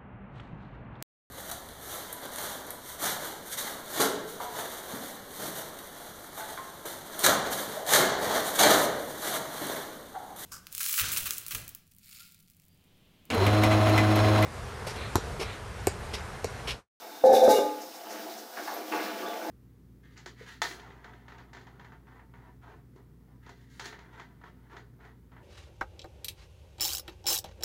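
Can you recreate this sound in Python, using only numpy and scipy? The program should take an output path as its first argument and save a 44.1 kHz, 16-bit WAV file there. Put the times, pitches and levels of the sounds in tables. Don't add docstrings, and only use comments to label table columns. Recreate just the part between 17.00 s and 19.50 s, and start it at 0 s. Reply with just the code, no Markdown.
import sys
import numpy as np
from scipy import signal
from scipy.fft import rfft, irfft
from scipy.io import wavfile
from scipy.ndimage import uniform_filter1d

SR = 44100
rng = np.random.default_rng(int(sys.argv[2]) if len(sys.argv) > 2 else 0)


def pcm_store(signal):
    levels = np.round(np.clip(np.atleast_2d(signal), -1, 1) * 32767)
    wavfile.write(sys.argv[1], SR, levels.astype(np.int16).T)


N = 110250
TIME = np.arange(N) / SR


def undb(db):
    return 10 ** (np.asarray(db) / 20)


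def unit(x):
    return x / np.sqrt(np.mean(x ** 2))


def steady(x):
    power = np.abs(uniform_filter1d(x ** 2, size=900))
    return x / np.sqrt(power + 1e-4 * x.var())


def curve(rows, column=1):
    rows = np.array(rows)
    return undb(np.interp(TIME, rows[:, 0], rows[:, column]))


def fade(t60):
    return np.exp(-np.log(1000) * TIME / t60)


def add(out, start, x):
    i = int(np.clip(start * SR, 0, N - 1))
    out[i:i + len(x)] += x[:N - i]


def through(x, response):
    return signal.fftconvolve(x, response)[:N]


def colour(x, points, size=4096):
    hz, db = np.array(points).T
    grid_hz = np.maximum(np.arange(size // 2 + 1) * SR / size, 1)
    gain = undb(np.interp(np.log(grid_hz), np.log(hz), db))
    cepstrum = irfft(np.log(gain))
    cepstrum[1:size // 2] *= 2
    cepstrum[size // 2 + 1:] = 0
    response = irfft(np.exp(rfft(cepstrum)))
    return through(x, response / np.linalg.norm(response))


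def noise(points):
    return colour(rng.standard_normal(N), points)


def ring(modes):
    return sum(undb(db) * np.sin(2 * np.pi * hz * TIME) * fade(t60) for hz, db, t60 in modes)


def soften(x, contact_s):
    age = np.arange(400) / SR / contact_s
    push = age * np.exp(-age)
    return through(x, push / push.sum())


def crackle(per_s, spread_db):
    sizes = undb(spread_db * np.minimum(rng.exponential(size=N), 3))
    hits = rng.random(N) < per_s / SR
    return unit(hits * sizes * np.sign(rng.standard_normal(N)))


def bubble(hz, cycles, rise=0.075):
    age = np.arange(int(2 * cycles * SR / hz)) * hz / SR / cycles
    phase = 2 * np.pi * cycles * (age + rise * age * age / 2)
    return np.sin(phase) * np.exp(-np.pi * age) * (1 - np.exp(-2 * age * cycles))


def room(x, wet_db, low_t60=0.5, treble_t60=0.57):
    hiss = rng.standard_normal(N)
    low = signal.sosfilt(signal.butter(2, 2500, fs=SR, output="sos"), hiss)
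    tail = (low * fade(low_t60) + (hiss - low) * fade(treble_t60)) * (TIME > .004)
    reverb = through(x, tail / np.linalg.norm(tail))
    return (x + undb(wet_db) * reverb) / np.hypot(1, undb(wet_db))


# frequency in Hz, relative level in dB.
ROOM_TONE = [(30, -64), (90, -18), (140, -5), (185, -9.5), (225, -8), (305, 1.5), (500, -20.5), (680, 3.5),
             (900, -3.5), (1300, -18), (2400, -42), (5000, -16.5), (8000, -21), (12000, -20.5),
             (14500, -14.5), (15500, -18)]

def room_tone():
    return undb(-49.5) * noise(ROOM_TONE)


# start in seconds, pitch in Hz, level in dB, t60 in seconds.
BANGLE_CLINKS = [(1.737, 12040, -43.5, 0.16), (2.261, 3500, -47.5, 0.46)]

def bangles(spread_hz=170):
    out = np.zeros(N)
    for start, hz, db, t60 in BANGLE_CLINKS:
        band = ring([(hz, 0, 2 / spread_hz)])
        chatter = steady(through(rng.standard_normal(N), band))
        add(out, start, undb(db) * chatter * fade(t60))
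    return out


# start in seconds, length in seconds, level in dB.
CLOTH_STROKES = [(0.791, 0.061, -48.5), (0.916, 0.078, -51), (1.077, 0.077, -46.5), (1.358, 0.062, -47.5),
                 (1.622, 0.035, -48.5)]
# frequency in Hz, relative level in dB.
CLOTH_COLOUR = [(500, -32), (1500, 4), (3300, -17), (5000, 9.5), (6500, 8), (8000, -3), (15500, -7.5)]

def cloth():
    rub = np.zeros(N)
    for start, length, db in CLOTH_STROKES:
        add(rub, start, undb(db) * np.hanning(int(length * SR)))
    return colour(crackle(per_s=11000, spread_db=3.2), CLOTH_COLOUR) * rub


# time in seconds, bubbles in dB, spray in dB.
WATER_FLOW = [(0, -44, -54), (.2, -52.5, -56), (.76, -48, -53), (.82, -49, -57), (.88, -52.5, -54.5),
              (.95, -50, -50), (1.07, -43, -52.5), (1.15, -40.5, -46.5), (1.22, -45, -49),
              (1.39, -50, -47.5), (1.48, -55.5, -54.5), (1.58, -42.5, -45), (1.7, -46, -44),
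              (1.79, -43, -45), (1.85, -45.5, -56.5), (1.91, -37, -43.5), (1.96, -34.5, -44),
              (2.03, -41, -43), (2.14, -40, -47), (2.25, -38.5, -49), (2.34, -41.5, -48), (2.5, -40, -48)]
# frequency in Hz, relative level in dB.
DROP_COLOUR = [(400, -26), (1400, 3), (2500, -6.5), (3500, 2.5), (5200, 3.5), (6500, -1), (8000, -8),
               (12000, -8), (15500, 0)]

def spray(spurts_per_s=22, spurt_db=2.6):
    drops = colour(crackle(per_s=3500, spread_db=1.5), DROP_COLOUR)
    spurt_index = np.arange(N) / int(SR / spurts_per_s)
    surges = np.interp(spurt_index, np.arange(500), rng.standard_normal(500))
    return drops * curve(WATER_FLOW, column=2) * undb(spurt_db * surges)


# frequency in Hz, relative level in dB.
HOLLOW_COLOUR = [(60, -40), (175, -24), (228, -1), (265, -23.5), (315, 2), (380, -6.5), (450, -7), (510, 5),
                 (590, -10), (675, 5), (790, -7.5), (865, 4), (980, -1.5), (1170, -5), (1300, 1),
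                 (1480, 1.5), (1900, -0.5), (3000, 2.5), (8000, -44.5)]

def trickle(per_s=1200, low_hz=230, high_hz=3200, spread_db=14.5, db_per_octave=-1):
    out = np.zeros(N)
    for when, pitch, size, life in rng.random((int(per_s * N / SR), 4)):
        hz = low_hz * (high_hz / low_hz) ** pitch
        db = spread_db * size ** 2 + db_per_octave * np.log2(hz / low_hz)
        add(out, when * N / SR, undb(db) * bubble(hz, cycles=4 * (.5 + life)))
    return unit(colour(out, HOLLOW_COLOUR)) * curve(WATER_FLOW)


def slap(decay, top_hz, count=110, span_octaves=1.486, sink_octaves=1.12, attack_s=0.0031):
    cloud = np.zeros(N)
    for k, (jitter, pitch, size) in enumerate(rng.random((count, 3))):
        age = 5 * (k + jitter) / count
        octaves_down = span_octaves * pitch + sink_octaves * (1 - np.exp(-age))
        add(cloud, age * decay, (.5 + size) * bubble(top_hz * 2 ** -octaves_down, cycles=5.1))
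    return steady(cloud) * (1 - np.exp(-TIME / attack_s)) * np.exp(-TIME / decay)


# start in seconds, level in dB, decay in seconds, top bubble pitch in Hz.
CLOTH_SLAPS = [(1.532, -41.5, 0.016, 2580), (1.568, -33, 0.028, 2240), (1.673, -28, 0.021, 2660),
               (1.718, -31.5, .014, 1830), (1.92, -26, 0.024, 3070), (1.99, -31, 0.02, 3400),
               (2.055, -36, 0.037, 4370), (2.222, -37, 0.02, 1695)]
# start in seconds, pitch in Hz, level in dB.
AIR_GULPS = [(1.232, 720, -29.5), (1.266, 735, -24), (1.575, 667, -40), (1.577, 320, -35), (1.68, 770, -25),
             (1.765, 695, -21.5), (1.78, 367, -27.5), (1.928, 1820, -31), (1.933, 452, -18.5),
             (1.947, 357, -23), (1.968, 516, -26), (2.025, 700, -27), (2.04, 221, -30.5), (2.175, 497, -26),
             (2.2, 339, -23), (2.24, 231, -31.5), (2.232, 1156, -22), (2.281, 455, -22.5),
             (2.368, 659, -20.5), (2.404, 505, -26), (2.448, 780, -18)]

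def plunges():
    out = np.zeros(N)
    for start, db, decay, top_hz in CLOTH_SLAPS:
        add(out, start, undb(db) * slap(decay, top_hz))
    for start, hz, db in AIR_GULPS:
        add(out, start, undb(db) * bubble(hz, cycles=6.5))
    return out


# frequency in Hz, relative level in dB, t60 in seconds.
BUCKET_MODES = [(222.14, -8, 0.43), (321, -3, 0.23), (454.6, 5, 0.14), (495, -16, 0.18),
                (681.6, -7.5, 0.48), (750, 2, 0.21), (874.5, 2, 0.21), (1173, 3.5, 0.19), (1480, -14, 0.25),
                (2944, -9.5, 0.96)]

def bucket_ring(water):
    return undb(-3.5) * water.std() * unit(through(water, ring(BUCKET_MODES)))


# start in seconds, level in dB.
LOW_THUMPS = [(0.244, -26), (0.282, -26.5), (.325, -25), (0.427, -27), (0.474, -21), (0.527, -36)]

def low_thumps():
    out = np.zeros(N)
    for start, db in LOW_THUMPS:
        rumble = noise([(25, -10), (60, 2), (110, 6), (170, 9), (400, -41), (2000, -78)])
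        add(out, start, undb(db) * steady(rumble) * fade(t60=0.086))
    return soften(out, 0.00039)


# time in seconds, level in dB.
GRIT_PRESSURE = [(.235, -54), (.245, -36), (.265, -34.5), (.29, -40.5), (.32, -41), (.333, -33),
                 (.355, -31), (.42, -41), (.44, -32), (.475, -39.5), (.49, -32), (.515, -28), (.54, -34),
                 (.565, -33.5), (.61, -41), (.7, -78)]
# frequency in Hz, relative level in dB.
RASP_COLOUR = [(500, -21), (1100, -15), (1600, -3.5), (1900, -10.5), (2250, -2), (3100, -13.5), (3800, 7),
               (4350, -1.5), (5200, 3.5), (6300, 0.5), (8000, -5.5), (12000, -4), (15500, -8)]
# frequency in Hz, relative level in dB, t60 in seconds.
WALL_MODES = [(1460, -22, 0.27), (1540, -5, 0.16), (1565, 7, 0.2), (1624, 1, 0.11), (2136, -11, 0.19),
              (2163, -6, 0.31), (2239, -2.5, .15), (2273, 3, 0.2), (2520, -4.5, 0.12), (2853, -1, 0.16),
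              (3490, 0, 0.057), (3593, 11.5, 0.12), (3800, 2, 0.29), (3980, -0.5, 0.16), (4220, -5, 0.13)]

def pot_scrape(flutter_depth=0.51, flutter_hz=70, bite_hz=5500):
    pressure = curve(GRIT_PRESSURE)
    grit = crackle(per_s=12000, spread_db=2.5) * pressure
    flutter = 1 + flutter_depth * unit(noise([(flutter_hz, 0), (10 * flutter_hz, -50)]))
    wall = unit(through(grit, ring(WALL_MODES)) * flutter) * grit.std()
    rasp = colour(grit, RASP_COLOUR)
    dull = signal.sosfiltfilt(signal.butter(2, bite_hz, fs=SR, output="sos"), rasp)
    bite = (pressure / pressure.max()) ** 0.49
    return dull + (rasp - dull) * bite + undb(-4.5) * wall


# start and length in seconds, pitch in Hz, glide in Hz per second, level in dB.
RIM_SQUEALS = [(.236, 0.0091, 525, -2, -4.5), (.262, 0.0405, 857, -1300, -14.5),
               (.405, 0.033, 515.5, 5, -12), (.425, 0.011, 672.5, -3, -18), (.44, 0.075, 1542, -3, -38),
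               (.475, 0.045, 851, -15, -20.5), (0.485, .025, 3980, 0, -45), (.54, 0.032, 2853, -2, -37),
               (.59, 0.031, 846, 0, -25.5)]

def pot_squeals(t60=0.15):
    out = np.zeros(N)
    for start, length, hz, glide, db in RIM_SQUEALS:
        swell = np.minimum(TIME / length, 1)
        release = undb(-60 * np.maximum(TIME - length, 0) / t60)
        pitch = hz + glide * np.minimum(TIME, 2 * length)
        add(out, start, undb(db) * swell * release * np.sin(2 * np.pi * np.cumsum(pitch) / SR))
    return out


# frequency in Hz, relative dB when dragged and when knocked, t60 in seconds.
POT_MODES = [(227.1, -20.5, -31, 0.2), (267, -19.5, -22, 0.47), (303.3, -46, -8.5, 0.57),
             (410.1, -16, -10, 0.41), (442.7, -7, -2.5, 0.53), (494, -6.5, -5, 0.33),
             (517.4, 2, -4.5, 0.46), (552, -15, -4.5, 0.43), (680, -7.5, -11.5, 0.3),
             (760, -5, -12.5, 0.24), (790, -6, -18, 0.2), (847.5, -18.5, -8.5, 0.55),
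             (888, -12.5, -29, 0.21), (1110, -44, -22.5, .3), (1211, -44, -21, 0.47),
             (1242, -36, -27.5, 0.57), (1526, -30.5, -34, 0.59), (1720, -30, -34, .2),
             (1835, -35, -32, 0.29)]
# frequency in Hz, relative level in dB.
THUD_COLOUR = [(30, -34), (140, -47), (220, -20.5), (330, -12), (490, 11), (800, -15), (920, -17),
               (1030, -19.5), (1700, -27), (2600, -62), (8000, -81)]
# start in seconds, relative level in dB.
BASE_KNOCKS = [(.237, 0.5), (.335, 1), (.436, -4), (.477, 10.5), (.489, -0.5), (.501, -7.5), (.538, 2),
               (.582, 2), (.614, -6.5), (.642, -8), (.661, -10), (.689, -17.5), (.714, -30)]

def pot_knocks(rise_s=0.00076):
    out = np.zeros(N)
    metal = undb(-22) * ring([(hz, db, t60) for hz, _, db, t60 in POT_MODES])
    rise = 1 - np.exp(-(TIME / rise_s) ** 2)
    for start, db in BASE_KNOCKS:
        thud = undb(-18) * steady(noise(THUD_COLOUR)) * fade(t60=0.067)
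        add(out, start, undb(db) * rise * (metal + thud))
    return soften(out, contact_s=0.0001)


# time in seconds, level in dB.
DRAG_PRESSURE = [(.235, -64), (.241, -9.5), (.255, -13), (.335, -11), (.35, -19.5), (.385, -17.5),
                 (.402, -31.5), (.425, -14), (.465, -18), (.5, -17), (.54, -33), (.6, -57.5)]

def pot_judder(slips_per_s=170, gap_scatter=0.28, spread_db=3.9, kick_rad=0.503):
    gaps, sizes = rng.standard_normal((900, 2)).T
    slip_at = (np.cumsum(np.exp(gap_scatter * gaps)) * SR / slips_per_s).astype(int)
    slips, tone = np.zeros(N), np.zeros(N)
    slips[slip_at[slip_at < N]] = undb(spread_db * sizes[slip_at < N])
    for hz, db, _, _ in POT_MODES:
        jolts = np.interp(np.arange(N), slip_at, np.cumsum(rng.standard_normal(len(slip_at))))
        tone += undb(db) * np.sin(2 * np.pi * hz * TIME + kick_rad * jolts)
    body = colour(soften(slips - slips.mean(), contact_s=0.00045), THUD_COLOUR)
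    return steady(unit(tone) + undb(-6) * unit(body)) * curve(DRAG_PRESSURE)


def scene():
    background = room_tone()
    pot = room(pot_judder() + pot_knocks() + pot_squeals() + low_thumps(), wet_db=-10)
    pot += room(pot_scrape(), wet_db=-7)
    water = plunges() + trickle()
    washing = room(water + bucket_ring(water), wet_db=2.5)
    washing += room(spray() + cloth(), wet_db=-2)
    clinks = room(bangles(), wet_db=-8)
    return (pot + washing + clinks + background)[None]


def limit(x, ceiling_db=-13, release_s=0.017):
    keep = np.exp(-1 / (release_s * SR))
    power = np.abs(uniform_filter1d(x ** 2, size=260))
    held = np.maximum(power, signal.lfilter([1 - keep], [1, -keep], power))
    return x / np.sqrt(np.hypot(1, held / undb(ceiling_db) ** 2))


def record(dry, low_cut_hz=210, leak_db=-15, top_hz=15500):
    low_cut = signal.butter(8, low_cut_hz, "high", fs=SR, output="sos")
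    top_cut = signal.ellip(10, .2, 80, top_hz, fs=SR, output="sos")
    thin = signal.sosfilt(low_cut, dry) + undb(leak_db) * dry
    return signal.sosfilt(top_cut, limit(thin))


dry = scene()
out = record(dry)
pcm_store(out)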